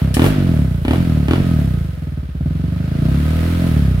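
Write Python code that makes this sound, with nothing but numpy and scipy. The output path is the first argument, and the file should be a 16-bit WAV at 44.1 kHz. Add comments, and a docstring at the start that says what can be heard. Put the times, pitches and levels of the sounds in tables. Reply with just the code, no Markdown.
"""On concrete in a yard, close to a single-cylinder motorcycle with its muffler off.
Three quick twists of the throttle bark from the open pipe, the first with a sharp spit. The engine
sinks to idle, is eased up again with a low hum and coasts down. Its beat is made of bursts of escaping
gas, pushes from the piston and gulps of air. Behind it the valves clatter and the yard echoes."""
import sys
import numpy as np
from scipy import signal
from scipy.fft import rfft, irfft
from scipy.io import wavfile

SR = 44100
rng = np.random.default_rng(int(sys.argv[2]) if len(sys.argv) > 2 else 0)


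def dump(signal):
    """Clip the signal to [-1, 1] and save it as 16-bit WAV at the path in sys.argv[1]."""
    limited = np.clip(np.atleast_2d(signal).T, -1, 1)
    pcm = np.round(limited * 32767).astype(np.int16)
    wavfile.write(sys.argv[1], SR, pcm)


N = 176400

# engine cycles per second (t/s, f/Hz)
SPEED = [(0.0, 35.8), (0.14, 30.44), (0.29, 53.52), (0.5, 42.39), (0.7, 30.25), (0.83, 26.84),
         (0.96, 45.57), (1.03, 43.61), (1.265, 33.68), (1.37, 47.71), (1.45, 45.33), (1.66, 33.11),
         (1.92, 22.63), (2.33, 15.81), (2.5, 21.71), (2.95, 27.53), (3.25, 38.51), (3.45, 41.44),
         (3.64, 43.94), (3.8, 35.58), (4.0, 28.31)]
# gas bursts on hard throttle, on light throttle, and the piston's push (t/s, strength)
HARD_BURST = [(.146,0.033),(.164,1),(.262,1),(.278,0.029),(.825,0.037),(.88,0.87),(.915,.9),(.956,0.45),(.975,0),(1.262,0.028),(1.305,0.98),(1.335,0.71),(1.356,0.25),(1.375,0.0074)]
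SOFT_BURST = [(1.95,0.074),(2.028,0.14),(2.299,0.19),(2.45,.27),(2.901,0.23),(3.001,0.41),(3.2,0.24),(3.55,0.17),(3.72,0)]
PISTON_PUSH = [(0,0.46),(.14,0.27),(.3,0.43),(.335,.17),(0.384,0.39),(.6,0.41),(0.809,0.19),(1.001,0.44),(1.036,0.11),(1.08,0.47),(1.25,0.33),(1.4,0.46),(1.432,0.18),(1.475,0.43),(1.6,0.43),(1.95,0.11),(2.35,0.095),(2.898,0.19),(3.552,0.16),(3.76,0.54),(3.92,0.44),(4,0.29)]
# ring of the pipe next to the engine (f/Hz, level/dB)
PIPE_RING = [(150,-20.5),(330,-2),(410,2),(470,-4.5),(560,1),(660,4),(780,-13.5),(1000,-6),(1600,-16.5),(5000,-42)]

def exhaust(t, firings):
    """Each cycle, gas bursts out of the valve, the piston pushes out the rest and air is gulped in."""
    hard, soft, push, bark, rasp, snap, crack = np.zeros((7, N))
    strengths = (HARD_BURST, SOFT_BURST, PISTON_PUSH)
    hard_s, soft_s, typical_hz = .0019, .00084, 40
    for start in firings:
        near = slice(max(int((start - .02) * SR), 0), int((start + .08) * SR))
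        age, rate = t[near] - start, curve(SPEED, start)
        # no two cycles are equally strong
        blip, load, piston = (curve(rows, start) * amp(1.2 * rng.standard_normal()) for rows in strengths)
        pace = rate / typical_hz
        stretch = pace ** -.59  # a slower engine gives longer puffs
        width_s = stretch / typical_hz
        opened = np.maximum(age + .001612, 0)  # seconds since the valve opened
        hard[near] += blip * (1 - np.exp(-opened / .00017)) * (1 - opened / hard_s) * fade(opened, hard_s)
        soft[near] += load * puff((age + .0015) / (soft_s * stretch))
        push[near] += piston * puff((age - .11 / rate) / (.057 * width_s))
        push[near] += .43 * load * puff((age - .366 / rate) / (.06 * width_s))  # the gulp
        edge = (1 - np.exp(-opened / .00008)) * fade(opened, .00043)
        snap[near] += (load + .7 * piston) * pace * edge
        crack[near] += blip * edge
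        bark[near] += blip * (fade(opened, .0041) + .41 * fade(opened, .025))
        rasp[near] += (load + .6 * piston) * pace * fade(opened, .011)
    gas = amp(5.5) * boom(hard, hz=81, q=.94) + amp(-4.5) * boom(soft, hz=139, q=2.6)
    gas += amp(.63) * boom(push, hz=68.2, q=2.52)
    gas += amp(3.5) * colour(snap, PIPE_RING)[0] + amp(-8.5) * boom(crack, hz=810, q=1)
    return open_pipe(t, gas) + swirling_gas(bark, rasp)

# bounces in the pipe and off the ground (delay t/s, strength)
ECHOES = [(.0019,-0.84),(.0069,0.3),(0.0121,0.42),(0.0241,0.11),(0.0252,-0.19),(.0324,0.015)]
# tone of the exhaust (f/Hz, level/dB)
PIPE_TONE = [(25,-12.5),(45,9.5),(80,1),(125,0),(180,1),(260,1),(400,-3),(650,-7),(1200,-11.5),(3000,4),(9000,-16)]

def open_pipe(t, gas):
    """Quick echoes join each pulse, and the pipe shapes its tone."""
    echoes = sum(gain * np.interp(t - delay, t, gas, left=0) for delay, gain in ECHOES)
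    return colour(gas + echoes, PIPE_TONE)

# tones of the loud bark and the quieter rasp (f/Hz, level/dB)
BARK_TONE = [(60,-18),(300,7.5),(600,7),(1400,0),(2500,-8.5),(4200,-18.5),(6500,-25.5),(11500,-21.5),(16000,-37)]
RASP_TONE = [(60,-15),(200,-21.5),(330,10.5),(480,-7),(640,2.5),(800,-12),(1300,-10.5),(3000,-24.5),(9000,-39)]

def swirling_gas(bark, rasp):
    """Gas swirls in each pulse, adding a short rush of noise."""
    barking = amp(-18.5) * bark * noise(BARK_TONE, shared=.86)
    return barking + amp(-22) * rasp * noise(RASP_TONE, shared=2.1)

# tone of the spit (f/Hz, level/dB)
SPIT_TONE = [(710, -32), (1200, -12), (1310, -23), (1720, -3), (2180, -14), (2980, 0), (3590, -10),
             (4080, -2), (4860, -10), (5070, -2.5), (6650, -8.5), (11200, -3.5), (16000, -18)]

def spit(t, start_s=.141):
    """A sharp hissing pop as the throttle first snaps open."""
    age = np.maximum(t - start_s, 0)
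    pop = amp(-18) * (1 - np.exp(-age / .0014)) * fade(age, .013)
    return pop * noise(SPIT_TONE) * amp([[1], [-1]])

# how the clatter and the hiss rise and fall (t/s, level/dB)
CLATTER_LEVEL = [(0,-35.5),(.13,-40.5),(.25,-28),(.38,-32.5),(.6,-38),(.83,-43.5),(.95,-34),(1.25,-38),(1.37,-32.5),(1.6,-37),(1.9,-44),(2.33,-48),(2.55,-43.5),(2.94,-39),(3.1,-35.5),(3.45,-31.5),(3.7,-33),(4,-38.5)]
HISS_LEVEL = [(0,-49),(.13,-54.5),(.26,-32),(.38,-54),(.55,-48.5),(.8,-54),(.94,-47),(1.25,-52),(1.34,-50),(1.6,-48.5),(1.9,-56.5),(2.33,-66),(2.55,-59.5),(2.94,-57.5),(3.1,-49.5),(3.45,-45),(3.7,-45),(4,-53.5)]
# their tones, and the notes at which the metal rings (f/Hz, level/dB)
CLATTER_TONE = [(30,8),(200,-16),(500,3),(850,-7.5),(1100,-8.5),(1300,-2),(1650,-4.5),(2000,-6),(2300,-7.5),(3000,-9),(4300,-13),(6000,-23),(9000,-32)]
HISS_TONE = [(2500,-23),(5000,-5.5),(7000,-2),(9500,1),(10500,2),(11700,3.5),(13000,-0.5),(16000,-2.5)]
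METAL_NOTES = [(504,-47),(614,-50),(1015,-56.5),(1262,-50.5),(1524,-55.5),(5136,-63.5),(8912,-65.5),(9613,-63),(11423,-63.5)]

def valve_clatter(t, cycles):
    """The valves knock twice a cycle, with hiss and steadily ringing metal."""
    beat = 1 + .43 * np.exp(-((cycles - .4) % 1) / .094) + .5 * np.exp(-(cycles % 1) / .15)
    beat *= amp(1.23 * noise([(150, -10), (600, -26), (2000, -71)])[0])  # slight flicker
    beat /= np.sqrt(np.mean(beat ** 2))
    level = amp(curve(CLATTER_LEVEL, t))
    rings = 0
    for hz, db in METAL_NOTES:
        narrow_band = [(hz / 1.1, -50), (hz / 1.01, -18), (hz, 0), (hz * 1.01, -18), (hz * 1.1, -50)]
        rings += amp(db) * noise(narrow_band)
    clatter = level * noise(CLATTER_TONE) * amp([[-.2], [1.5]])
    hiss = amp(curve(HISS_LEVEL, t)) * noise(HISS_TONE) * amp([[3], [0]])
    return beat * (clatter + hiss) + rings * (level / level.mean()) ** .82

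# how the hum rises and falls (t/s, level/dB)
HUM_LEVEL = [(2.6,-60),(2.95,-29),(3.08,-16),(3.3,-14),(3.58,-14.5),(3.8,-37)]

def low_hum(t, cycles):
    """As the engine is eased up near the end, a low hum swells, two waves to a cycle."""
    angle = 2 * np.pi * (cycles - .467)
    return -amp(curve(HUM_LEVEL, t)) * (np.cos(2 * angle) + amp(-19.5) * np.cos(angle))

# time the echo takes to fade by 60 dB (f/Hz, t/s)
YARD_FADE = [(100,0.61),(500,0.46),(3000,0.54),(14000,0.29)]

def yard_echo(x):
    """Walls and ground scatter the sound into a soft tail."""
    hz, t, spectrum = signal.stft(rng.standard_normal((2, SR // 2)), SR, nperseg=256)
    dying = amp(-60 * t / level_at(YARD_FADE, hz)[:, None])
    tail = signal.istft(spectrum * dying, SR, nperseg=256)[1]
    echo = signal.fftconvolve(x, tail / np.linalg.norm(tail[0]), axes=1)[:, :N]
    return colour(echo, [(60, -22), (150, -18), (350, -13), (1000, -8.5), (10000, -4.5)])

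def amp(db):
    """Turn decibels into a multiplier."""
    return 10 ** (np.asarray(db) / 20)

def curve(rows, t):
    """Join the points with straight lines."""
    return np.interp(t, *np.transpose(rows))

def level_at(rows, hz):
    """Look up a table by pitch, with octaves evenly spaced."""
    pitches, values = np.transpose(rows)
    return np.interp(np.log(hz + 1), np.log(pitches), values)

def colour(x, rows):
    """Give a sound a tone, with a filter that never rings ahead of it."""
    log_gain = np.log(amp(level_at(rows, abs(np.fft.fftfreq(8192, 1 / SR)))))
    taps = np.fft.ifft(np.exp(np.conj(signal.hilbert(log_gain)))).real[:4096]
    return signal.fftconvolve(np.atleast_2d(x), taps[None], axes=1)[:, :N]

def noise(rows, shared=.25):
    """Stereo noise of strength 1; more shared makes left and right more alike."""
    white = rng.standard_normal((3, N))
    x = colour(white[:2] + shared * white[2], rows)
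    return x / x.std()

def boom(x, hz, q):
    """The pipe rings near hz and drops lower sounds; a higher q rings longer."""
    s = 1j * np.fft.rfftfreq(2 * N, 1 / SR) / hz
    return irfft(rfft(x, 2 * N) * s * s / (s * s + s / q + 1))[:N]

def puff(u):
    """A smooth puff of gas: pressure swings up, then down."""
    return -u * np.exp(-u * u / 2)

def fade(age, fade_s):
    """Silent until the start, then dying away."""
    return (age > 0) * np.exp(-age / fade_s)

def scene():
    """The motorcycle stands in the yard, slightly to the right."""
    t = np.arange(N) / SR
    cycles = .393 + np.cumsum(curve(SPEED, t)) / SR
    firings = np.interp(np.arange(1, int(cycles[-1]) + 1), cycles, t)
    left, right = exhaust(t, firings)
    left = np.interp(t - .0002, t, left)  # reaches the left ear later
    left = colour(left, [(200, -1), (500, -.5), (1500, 0), (8000, .5)])[0]
    direct = np.array([left, right]) + spit(t)
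    return direct + low_hum(t, cycles) + yard_echo(direct) + valve_clatter(t, cycles)

def record(dry):
    """Round off the loudest peaks, then cut the highest treble."""
    rounded = dry / (1 + dry ** 8) ** (1 / 8)
    treble_cut = signal.firwin(511, 15950, window=("kaiser", 9), fs=SR)
    return signal.oaconvolve(rounded, treble_cut[None], "same")


dry = scene()
out = record(dry)
dump(out)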